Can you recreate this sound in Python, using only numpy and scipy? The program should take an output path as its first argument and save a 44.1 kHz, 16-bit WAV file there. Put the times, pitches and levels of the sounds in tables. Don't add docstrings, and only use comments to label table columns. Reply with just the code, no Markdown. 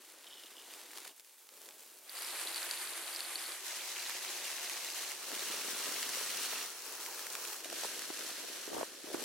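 import sys
import numpy as np
from scipy import signal
from scipy.fft import rfft, irfft
from scipy.io import wavfile

SR = 44100
rng = np.random.default_rng(int(sys.argv[2]) if len(sys.argv) > 2 else 0)


def inscribe(sig):
    pcm = np.round(np.clip(np.atleast_2d(sig).T, -1, 1) * 32767)
    wavfile.write(sys.argv[1], SR, pcm.astype(np.int16))


N = 407819
TIME = np.arange(N) / SR

# frequency in Hz, relative density in dB per Hz.
TREE = [(35, -57), (60, -37), (188, -18.5), (337, -1), (467, -3.5), (694, -3.5), (2330, -2.5), (3160, -3),
        (4280, -2.5), (5400, -4.5), (9460, -4), (15800, -9.5)]
LULL = [(35, -68.5), (60, -48), (238, -12), (406, -2), (762, -6), (837, -3), (985, -4.5), (1240, -5),
        (1330, -5.5), (6360, -4), (10100, -3), (15800, -5.5)]
KETTLE = [(35, -59), (60, -30), (156, -32), (216, -19.5), (337, -9), (416, -5), (762, -2.5), (897, -3.5),
          (1850, -2.5), (3390, -5), (4490, -7), (5530, -11.5), (9460, -5.5), (14100, -12.5), (15800, -30)]
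SLOPE = [(35, -62), (60, -28), (130, -26.5), (243, -11.5), (361, -4.5), (436, -4.5), (550, 0.5),
         (1030, -1.5), (1300, -4), (1940, -0.5), (2750, -3), (3470, -4.5), (6220, -1.5), (11700, -6.5),
         (15800, -13)]
CORNER = [(35, -54), (60, -25.5), (136, -24), (193, -12.5), (397, -2.5), (817, -5), (1220, 0), (2280, -2),
          (2750, -2), (5160, -2.5), (5800, -0.5), (6360, -2.5), (9680, -3.5), (12800, -8.5), (15800, -8.5)]
GRASS = [(35, -60), (60, -46.5), (175, -22.5), (388, -0.5), (678, -5), (940, -2), (1030, -2.5),
         (1460, -2.5), (2130, -6), (2620, -4), (3550, -8), (5660, -3.5), (13700, -8.5), (14700, -11),
         (15800, -8.5)]
ROOF = [(35, -43), (60, -31), (146, -17), (345, 4), (467, 1), (525, 2.5), (762, -4), (877, -6.5),
        (1720, -2.5), (2230, -6), (2620, -4), (4920, -5), (5660, -4), (11400, -8), (15800, -16.5)]
# frequency in Hz, side minus mid in dB.
NARROW = [(60, -5), (99, -9), (160, -17), (270, -16), (450, -16), (740, -18), (1220, -39), (2010, -34),
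          (3330, -11), (5500, -9.5), (9080, -0.5), (15000, -22)]
OPEN = [(60, -5), (99, -7), (160, -9), (270, -17), (450, -17.5), (740, -16.5), (1220, -19), (2010, -13),
        (3330, -1.5), (5500, -3), (9080, -2), (15000, -1.5)]
WIDE = [(60, -1), (99, -2), (160, -2), (270, -2), (450, -2.5), (740, -8), (1220, -16.5), (2010, -12),
        (3330, -3.5), (5500, -3), (9080, -2), (15000, -0.5)]
CLOSE = [(60, -15), (99, -16), (160, -20), (270, -48), (450, -31), (740, -22), (1220, -15), (2010, -8.5),
         (3330, -5), (5500, -3.5), (9080, -2), (15000, -12)]
# start in seconds, blend in seconds, dip in the blend
# in dB (below 0 counts as 0), relative patter level in dB, relative drumming level in dB, trend in dB per
# second, spectrum, stereo width, drops per second, spread of drop sizes in dB, hiss against drops in dB,
# heavy drops per second.
SPOTS = [(0, 0.0092, -3, -55, -66, 3.5, TREE, NARROW, 1400, 4.5, 5, 540),
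         (1.11, 0.059, 1, -59.5, -76.5, 0, LULL, NARROW, 1400, 6.5, 7.5, 500),
         (1.52, 0.079, 0, -56, -68, -0.5, LULL, NARROW, 2100, 4.5, 2, 520),
         (2.13, .2, 2.5, -45, -59, 0.5, KETTLE, CLOSE, 3800, 2.5, 3, 1200),
         (3.59, .2, 3.5, -43.5, -59.5, 0.5, SLOPE, OPEN, 2600, 3.5, 4, 1250),
         (5.2, .24, 3.5, -41, -55.5, 1.8, CORNER, WIDE, 2500, 3, 3, 450),
         (6.71, .28, 4.5, -45, -57.5, 2.5, GRASS, OPEN, 2100, 4.5, 3.5, 980),
         (7.61, .2, 4.5, -45, -57.5, -3, ROOF, WIDE, 3400, 4.5, 3.5, 520),
         (8.86, 0.088, -3.5, -51, -62, -5, ROOF, WIDE, 2270, 3.5, 3, 500),
         (9.08, .12, 2, -46, -49.5, -2, ROOF, WIDE, 2000, 5, 2.5, 710)]
# middle in seconds, time from the middle to 1/e of the change
# in seconds, patter change in dB, drumming change in dB.
SWELLS_AND_DIPS = [(0.783, .1, 2, 3), (0.971, 0.021, 5.5, 5), (1.067, .025, 1.5, 2.5),
                   (1.698, 0.022, 0.5, 5), (2.546, 0.25, 2.5, 2), (5.697, 0.54, 0.5, 2.5),
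                   (6.12, 0.19, 0, -0.5), (7.684, 0.048, -3, 2), (7.854, 0.034, 1.5, -1.5)]
# start in seconds, end in seconds, frequency in Hz, width in Hz,
# peak gain in dB.
TINTS = [(2.095, 3.59, 342, 13, 10.5), (3.604, 5.187, 365, 23, 9.5), (2.1, 3.6, 5600, 670, 1),
         (2.1, 3.6, 9600, 4100, 2.5), (3.6, 6.7, 2820, 280, 2.5), (3.6, 5.2, 1300, 100, -0.5),
         (3.6, 5.2, 4100, 650, 2.5), (5.2, 9.25, 5700, 250, 2), (5.2, 9.25, 4280, 330, 3),
         (6.7, 9.25, 2800, 500, 0.5), (7.074, 7.142, 930, 200, 6.5)]
# time in seconds, relative level in dB, pitch in Hz, splash T60 in seconds.
TAPS = [(0.569, -47, 2900, 0.0073), (0.738, -33, 2400, 0.011), (.797, -39, 1130, .006),
        (.814, -35, 2290, .007), (.863, -41, 1950, .006), (.933, -34.5, 1760, .008),
        (.9564, -33, 1500, .008), (0.974, -28, 3920, .013), (.9834, -30.5, 4300, 0.011),
        (1.018, -35.5, 2260, .006), (1.05, -32, 1480, 0.0077), (1.053, -32, 2300, .008),
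        (1.063, -39, 3400, .007), (1.074, -34, 4370, .007), (1.078, -29, 5500, 0.0092),
        (1.197, -34.5, 9000, 0.01), (1.247, -40, 5000, .007), (1.295, -40, 9000, .007),
        (1.47, -39, 9000, .006), (1.49, -37.5, 2940, .012), (1.658, -36, 7000, .009),
        (1.6885, -32.5, 3230, .013), (1.709, -37, 9000, 0.0065), (2.222, -25, 13500, .008),
        (2.424, -27, 9170, .008), (3.6656, -25, 5040, .007), (4.096, -21.5, 1770, 0.012),
        (4.248, -22, 2160, 0.0089), (4.4807, -25, 4830, .006), (4.5026, -26, 2230, .008),
        (4.5426, -27, 4460, .006), (4.697, -21, 4170, 0.0097), (4.7332, -25, 2120, .007),
        (4.774, -26, 2840, .008), (4.847, -20, 2640, 0.0089), (4.873, -28, 1900, .007),
        (4.902, -23.5, 2670, 0.01), (4.9367, -31, 2700, .007), (4.9922, -25, 5130, 0.0095),
        (5.032, -29, 1400, .007), (5.091, -23, 3040, .007), (5.119, -24, 2050, .006),
        (5.179, -31, 2850, .006), (5.317, -26, 1700, .008), (5.352, -21, 4000, .007),
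        (5.394, -20, 5780, .008), (5.84, -19, 6000, .005), (5.922, -24, 10000, .012),
        (5.967, -24, 2400, .007), (6.029, -18.5, 2840, 0.0088), (6.0916, -19.5, 1700, 0.011),
        (6.301, -24, 2800, .008), (6.3505, -26, 4170, .007), (6.399, -23, 6010, .006),
        (6.5814, -28.5, 1280, .008), (7.002, -27, 4320, .007), (7.062, -23.5, 2310, 0.0088),
        (7.2685, -25, 1900, 0.0076), (7.302, -34, 14000, .008), (7.352, -23.5, 1210, 0.017),
        (7.451, -26.5, 1800, 0.018), (7.532, -25.5, 13030, 0.01), (7.645, -24, 2900, 0.01),
        (7.6473, -28, 5000, .01), (7.7005, -26, 4200, .01), (7.993, -23.5, 2100, 0.015),
        (8.020, -26, 1500, .012), (8.1385, -25, 5840, .007), (8.192, -22, 5920, 0.0078),
        (8.266, -33, 5670, .007), (9.135, -30, 3800, .012), (9.142, -35, 1500, .014),
        (9.198, -31, 2400, .01)]
# time in seconds, relative level in dB, pitch in Hz, T60 in seconds.
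PLINKS = [(2.095, -31, 4670, 0.012), (2.152, -39, 4900, .012), (2.16, -40, 4750, .014),
          (2.1916, -38, 4500, .008), (2.212, -35, 4350, .008), (2.2205, -36, 4700, .01),
          (2.23, -32, 4650, .01), (2.248, -29, 5200, 0.011), (2.288, -37, 4600, .014),
          (2.297, -36, 5000, .012), (2.3067, -28, 4140, .007), (2.314, -39, 5150, .016),
          (2.37, -33, 4150, .01), (2.472, -25.5, 3980, 0.024), (2.483, -34, 4650, .016),
          (2.504, -33, 4400, .008), (2.514, -33, 4600, .009), (2.5287, -30, 3980, .008),
          (2.545, -25, 4500, .011), (2.56, -25, 4500, .012), (2.568, -31, 4400, .012),
          (2.579, -24, 4150, .009), (2.581, -37, 4800, .01), (2.629, -31, 3940, .008),
          (2.63, -29, 4700, 0.012), (2.6835, -36, 4250, .01), (2.7113, -19.5, 4550, 0.0095),
          (2.7114, -30, 6100, .012), (2.7373, -34, 4720, 0.022), (2.775, -26, 4050, .006),
          (2.8072, -37, 4730, .014), (2.947, -43, 4730, .016), (3.0377, -32, 4300, .008),
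          (3.129, -33, 4700, 0.016), (3.1488, -27, 4680, .009), (3.1613, -25, 4970, .014),
          (3.192, -31, 4150, .008), (3.2055, -22, 4450, 0.01), (3.3564, -23, 4430, .022),
          (3.393, -37, 5100, .014), (3.4626, -30, 4460, 0.012), (3.52, -29, 4540, 0.011)]
# start in seconds, end in seconds.
TICK_SPANS = [(3.7, 5.13), (5.3, 6.62)]
# time in seconds, relative level in dB, pitch in Hz.
THUMPS = [(5.324, -41.5, 307), (5.332, -40, 430), (5.423, -42, 360), (5.5, -41, 363), (5.538, -42, 436),
          (5.646, -41, 470), (5.68, -43, 295), (5.706, -42, 400), (5.877, -40, 480), (5.886, -42, 300),
          (6.17, -38, 523), (6.21, -37.5, 480), (6.408, -44.5, 347), (7.656, -40, 616), (7.727, -35, 590),
          (7.834, -34, 770), (7.846, -31, 810), (7.85, -33.5, 453), (8.101, -32.5, 352),
          (8.103, -37.5, 840), (8.6766, -36, 370), (8.731, -35, 615), (8.747, -38, 755), (8.766, -36, 420),
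          (8.781, -35, 804), (8.8105, -27, 630), (8.812, -42, 1040), (8.829, -26, 457), (8.83, -30, 940),
          (9.04, -38, 320), (9.071, -41, 380), (9.102, -41, 400), (9.1434, -25, 344), (9.196, -38, 480),
          (9.221, -35, 360)]
# frequency in Hz, relative density in dB per Hz.
FLAP_COLOUR = [(60, -13), (150, -13.5), (300, 4), (550, 4), (850, -3), (1150, -9.5), (1700, -21),
               (4000, -35)]
# time in seconds, relative level in dB.
TRICKLE = [(.238, -50), (.249, -53), (.268, -43), (0.275, -43), (.304, -46), (.311, -45), (.3255, -42),
           (.332, -44), (.34, -43), (.356, -44), (.371, -43), (.382, -46), (.395, -45), (.403, -48),
           (.425, -48), (.4355, -41), (.459, -48), (0.468, -47), (.482, -53), (.525, -48), (.553, -47),
           (.5675, -43), (.582, -44), (.598, -44), (.615, -46), (0.639, -49.5), (.656, -50), (.701, -46),
           (.746, -46), (1.095, -46), (1.113, -51)]
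# pitch ratio, relative level in dB, T60 in seconds.
TRICKLE_MODES = [(1, -4, 0.05), (1.07, -5, .026), (1.14, -9, 0.022), (1.22, -6, 0.02), (1.75, -9, .018)]

CUTOFF_HZ = 15900
RUMBLE_DB = -31.5
FLAP_START_S, FLAP_SWELL_S, FLAP_END_S, FLAP_RELEASE_S = 8.65, 0.093, 8.84, 0.018
FLAP_DB = -44
HOLLOW_START_HZ, HOLLOW_END_HZ, HOLLOW_FILL_S = 3150, 2870, 0.13
HOLLOW_SLOSH = 0.01


def rain(patter_db=-0.5, drumming_db=0.55, flutter_db=0.82):
    patter, drumming = np.zeros((2, 2, N))
    air_power = np.zeros(N)
    past_end = (N / SR + .5, .5, 0)
    for spot, following in zip(SPOTS, SPOTS[1:] + [past_end]):
        start_s, blend_s, dip_db, fine_db, heavy_db, trend_db_per_s = spot[:6]
        next_s, next_blend_s, next_dip_db = following[:3]
        fade_in = blend(TIME - start_s, blend_s, dip_db)
        fade_out = blend(next_s - TIME, next_blend_s, next_dip_db)
        gain = fade_in * fade_out
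        here = np.flatnonzero(gain)
        trend_db = trend_db_per_s * (TIME[here] - TIME[here].mean())
        gain = gain[here] * from_db(trend_db)
        fine, heavy = rain_at_spot(len(here), *spot[6:])
        patter[:, here] += fine * gain * from_db(fine_db)
        drumming[:, here] += heavy * gain * from_db(heavy_db)
        air_power[here] += (gain * from_db(heavy_db + RUMBLE_DB)) ** 2
    fine_gain, heavy_gain = swells_and_dips()
    patter *= fine_gain * from_db(patter_db + flutter_db * drift(N, 35))
    drumming *= heavy_gain * from_db(drumming_db)
    return patter + drumming + rumble() * np.sqrt(air_power)


def rain_at_spot(count, spectrum, width, per_s, spread_db, hiss_db, heavy_per_s,
                 split_hz=900, heavy_spread_db=3.0, wash_db=-3, droplet_db=-7.5):
    fine = shower(count, per_s, spread_db, np.geomspace(700, 14000, num=5), reach=3.4, clump_db=1.5)
    hiss = rng.standard_normal((2, count))
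    fine = fine + from_db(hiss_db) * hiss + from_db(droplet_db) * droplets(count)

    heavy_hz = np.geomspace(170, 1400, num=4)
    heavy = shower(count, heavy_per_s, heavy_spread_db, heavy_hz, reach=1.87, clump_db=1.75)
    wash = np.array([rms_one(band(rng.standard_normal(count), 22, 1500)) for _ in range(2)])
    heavy = heavy + from_db(wash_db) * wash

    layers = []
    for mid, side in (band(fine, split_hz, 25000, order=3), band(heavy, 34, split_hz, order=3)):
        mid, side = colour(mid, spectrum), colour(side, spectrum)
        layers.append(rms_one(stereo(mid, colour(side, width))))
    return layers


def shower(count, per_s, spread_db, pitches_hz, reach, clump_db, splash_s=0.001, splash_share=0.44):
    out, t = np.zeros((2, count)), TIME[:SR // 200]
    clumps = from_db(clump_db * drift(count, 45))
    decay = np.exp(-t / splash_s) / (splash_s * SR)
    for hz in pitches_hz:
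        hits = impacts(count, clumps * per_s / len(pitches_hz), spread_db, largest=4.57)
        splash_power = signal.fftconvolve(hits ** 2, decay)[:count]
        splash = np.sqrt(np.abs(splash_power)) * rng.standard_normal((2, count))
        near = np.array([hits, hits * rng.uniform(-1.7, 2.05, count)])
        drops = np.sqrt(1 - splash_share) * near + np.sqrt(splash_share) * splash
        out += band(drops, hz / reach, hz * reach)
    return np.array([rms_one(row) for row in out])


def droplets(count, per_s=450, spread_db=2.5, cycles=50):
    out = np.zeros((2, count))
    for hz in np.geomspace(700, 14000, num=30) * rng.uniform(.96, 1.04, 30):
        radius = from_db(-60 * hz / (cycles * SR))
        angle = 2 * np.pi * hz / SR
        hits = impacts(count, per_s / 30, spread_db, largest=4.1) + 1e-18
        poles = [1, -2 * radius * np.cos(angle), radius * radius]
        ping = signal.lfilter([0, np.sin(angle)], poles, hits)
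        direction = np.array([[1], [rng.choice([-1, 1]) * 1.06]])
        out += rms_one(ping) * np.sqrt(hz) * direction
    return out / np.std(out[0])


def impacts(count, per_s, spread_db, largest=5.2):
    luck = rng.uniform(-1, 1, count) * SR / np.maximum(per_s, 1)
    hit, out = np.abs(luck) < 1, np.zeros(count)
    size = np.minimum(-np.log(np.abs(luck[hit])), largest)
    out[hit] = np.sign(luck[hit]) * from_db(spread_db * size)
    return out


def swells_and_dips():
    change_db = np.zeros((2, N))
    for middle_s, half_s, *peaks_db in SWELLS_AND_DIPS:
        change_db += np.outer(peaks_db, np.exp(-((TIME - middle_s) / half_s) ** 2))
    return from_db(change_db)


def tinted(x):
    out = x.copy()
    for start_s, end_s, hz, width_hz, db in TINTS:
        stretch = x * (TIME > start_s) * (TIME < end_s)
        b, a = signal.iirpeak(hz, hz / width_hz, fs=SR)
        out += (from_db(db) - 1) * signal.lfilter(b, a, stretch)
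    return out


def ticks(per_s=190, level_db=-39, spread_db=1.5, t60_s=0.0051, low_hz=1700, high_hz=7000, pan_db=2.0):
    out, t = np.zeros((2, N)), TIME[:SR // 50]
    for start_s, end_s in TICK_SPANS:
        drops = rng.random((1000, 5))[:round(per_s * (end_s - start_s))]
        for when, size, place, damping, across in drops:
            hz = low_hz * (high_hz / low_hz) ** place
            db = level_db + spread_db * min(-np.log(1 - size), 3.5)
            drop_t60_s = t60_s * (.5 + damping)
            ring = np.sin(2 * np.pi * hz * t) * from_db(db - 60 * t / drop_t60_s)
            pan = from_db(pan_db * (2 * across - 1) * np.array([[1], [-1]]))
            add(out, start_s + when * (end_s - start_s), ring * pan)
    return band(out, 880, 20000, order=2)


def taps(level_db=-0.5, cycles=10, snap_db=-7, splash_db=-4, splash_hz=8500, rise_s=.00022):
    out, t = np.zeros((2, N)), TIME[:SR // 30]
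    rise = 1 - np.exp(-t / rise_s)
    for s, db, hz, splash_t60_s in TAPS:
        snap = np.sin(2 * np.pi * hz * t) * from_db(snap_db - 60 * t * hz / cycles)
        noise = band(rng.standard_normal((2, len(t))), 960, max(splash_hz, hz))
        mid, side = noise * from_db(splash_db - 60 * t / splash_t60_s)
        splash = stereo(mid, band(side, 7600, 18000))
        add(out, s - rise_s, from_db(db + level_db) * rise * (snap + splash))
    return band(out, 730, 18000, order=3)


def kettle(level_db=-3, lower=0.9, lower_db=-10, partner=1.5, partner_db=-20, overtone=2.15,
           overtone_db=-13, splash_db=-16, splash_t60_s=0.011, small_db=-33.5, small_t60_s=0.0082):
    out, t = np.zeros((2, N)), TIME[:SR // 20]
    lowest = [PLINKS[1][0], small_db - 7.5, 3950]
    highest = [PLINKS[-1][0], small_db, 4850]
    small = rng.uniform(lowest, highest, size=(190, 3))
    modes = [(1, 0), (lower, lower_db), (partner, partner_db), (overtone, overtone_db)]
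    for s, db, hz, t60_s in PLINKS + [(*drip, small_t60_s) for drip in small]:
        ping = sum(from_db(mode_db) * np.sin(2 * np.pi * ratio * hz * t) for ratio, mode_db in modes)
        ping = ping * from_db(-60 * t / t60_s)
        noise = band(rng.standard_normal(len(t)), 3000, 15000)
        splash = noise * from_db(splash_db - 60 * t / splash_t60_s)
        add(out, s, from_db(db + level_db) * (ping + splash))
    return band(out, 3400, 22000, order=2)


def spray(per_s=70, spread_db=3.5, level_db=-54, hz=13000, fade_db_per_s=7):
    t = TIME[:SR // 200]
    first_s, last_s = PLINKS[0][0], PLINKS[-1][0]
    running = (TIME > first_s) * (TIME < last_s)
    spits = impacts(N, per_s, spread_db, largest=4.4) ** 2 * running
    burst = np.sqrt(np.abs(signal.fftconvolve(spits, np.hanning(len(t)))[:N]))
    fade_db = fade_db_per_s * np.maximum(TIME - first_s, 0)
    noise = rms_one(band(rng.standard_normal(N), hz / 1.17, hz * 1.23, order=2))
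    return from_db(level_db - fade_db) * burst * noise


def thumps(level_db=-1, rise_cycles=0.9, lag_cycles=0.084, slap_db=2, slap_t60_s=0.03, slap_hz=1500):
    out, t = np.zeros((2, N)), TIME[:SR // 15]
    for s, db, hz in THUMPS:
        age = t * hz / rise_cycles
        lag = lag_cycles * np.array([[1], [-1]]) * rng.choice([-1, 1])
        swing = np.sin(2 * np.pi * (hz * t + lag)) * (age * np.exp(1 - age)) ** 2
        noise = rng.standard_normal((2, len(t))) * from_db(slap_db - 60 * t / slap_t60_s)
        mid, side = band(noise, 320, slap_hz, order=2)
        add(out, s, (swing + stereo(mid, side / 2)) * from_db(db + level_db))
    return band(out, 200, 5030, order=2)


def flap(per_s=900, spread_db=0.5, side_db=-0.5, bright_db=8, bright_hz=1050, lowest_hz=90):
    pops = [colour(impacts(N, per_s, spread_db), FLAP_COLOUR) for _ in range(2)]
    mid, side = [rms_one(band(x, lowest_hz, 20000)) for x in pops]
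    folds = stereo(mid, from_db(side_db) * side)
    rise = (TIME - FLAP_START_S) / FLAP_SWELL_S
    release = (FLAP_END_S - TIME) / FLAP_RELEASE_S
    swell = np.clip(np.minimum(rise, release), 0, 1)
    tension = np.clip((TIME - FLAP_START_S) / (FLAP_END_S - FLAP_START_S), 0, 1)
    bright = from_db(bright_db) * tension ** 2 * band(folds, bright_hz, 5000, order=2)
    return (folds + bright) * from_db(FLAP_DB) * swell ** 2


def trickle(level_db=-2):
    out, t = np.zeros(N), TIME[:SR // 25]
    for s, db in TRICKLE:
        unfilled = np.exp(-(s - TRICKLE[0][0]) / HOLLOW_FILL_S)
        hz = HOLLOW_END_HZ + (HOLLOW_START_HZ - HOLLOW_END_HZ) * unfilled
        for ratio, mode_db, t60_s in TRICKLE_MODES:
            mode_hz = hz * ratio * (1 + HOLLOW_SLOSH * rng.normal())
            ring = np.sin(2 * np.pi * (mode_hz * t + rng.random()))
            add(out, s, ring * from_db(level_db + db + mode_db - 60 * t / t60_s))
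    return band(out, 2840, 6300, order=2)


def rumble(side_db=-3, top_hz=130):
    mid, side = band(rng.standard_normal((2, N)), 5.8, top_hz, order=2)
    return rms_one(stereo(mid, from_db(side_db) * side))


def drift(count, rate_hz):
    knots = rng.standard_normal(2000)
    return rms_one(np.interp(np.arange(count) / SR * rate_hz, np.arange(len(knots)), knots))


def blend(into_s, blend_s, dip_db):
    power = .5 + max(dip_db, 0) / (20 * np.log10(2))
    return np.clip(into_s / blend_s + .5, 0, 1) ** power


def colour(x, points):
    size = 4096
    hz, db = np.transpose(points)
    grid_hz = np.maximum(np.arange(size // 2 + 1) * SR / size, 1)
    grid_db = np.interp(np.log(grid_hz), np.log(hz), db)
    cepstrum = irfft(np.log(from_db(grid_db)))
    cepstrum[1:size // 2] *= 2
    cepstrum[size // 2 + 1:] = 0
    response = irfft(np.exp(rfft(cepstrum)))
    return signal.fftconvolve(x, response)[:len(x)]


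def band(x, low_hz, high_hz, order=1):
    edges_hz = [low_hz, min(high_hz, .48 * SR)]
    sos = signal.butter(order, edges_hz, "band", fs=SR, output="sos")
    return signal.sosfilt(sos, x + 1e-18)


def from_db(db):
    return 10 ** (np.asarray(db) / 20)


def rms_one(x):
    return x / np.sqrt(np.mean(np.atleast_2d(x).mean(axis=0) ** 2) + 1e-20)


def stereo(mid, side):
    return np.array([mid + side, mid - side])


def add(out, s, sound):
    start = max(round(s * SR), 0)
    out[..., start:start + sound.shape[-1]] += sound[..., :N - start]


def scene():
    return tinted(rain() + ticks()) + kettle() + spray() + taps() + thumps() + flap() + trickle()


def record(dry):
    return signal.sosfilt(signal.ellip(12, .1, 80, CUTOFF_HZ, fs=SR, output="sos"), dry)


dry = scene()
out = record(dry)
inscribe(out)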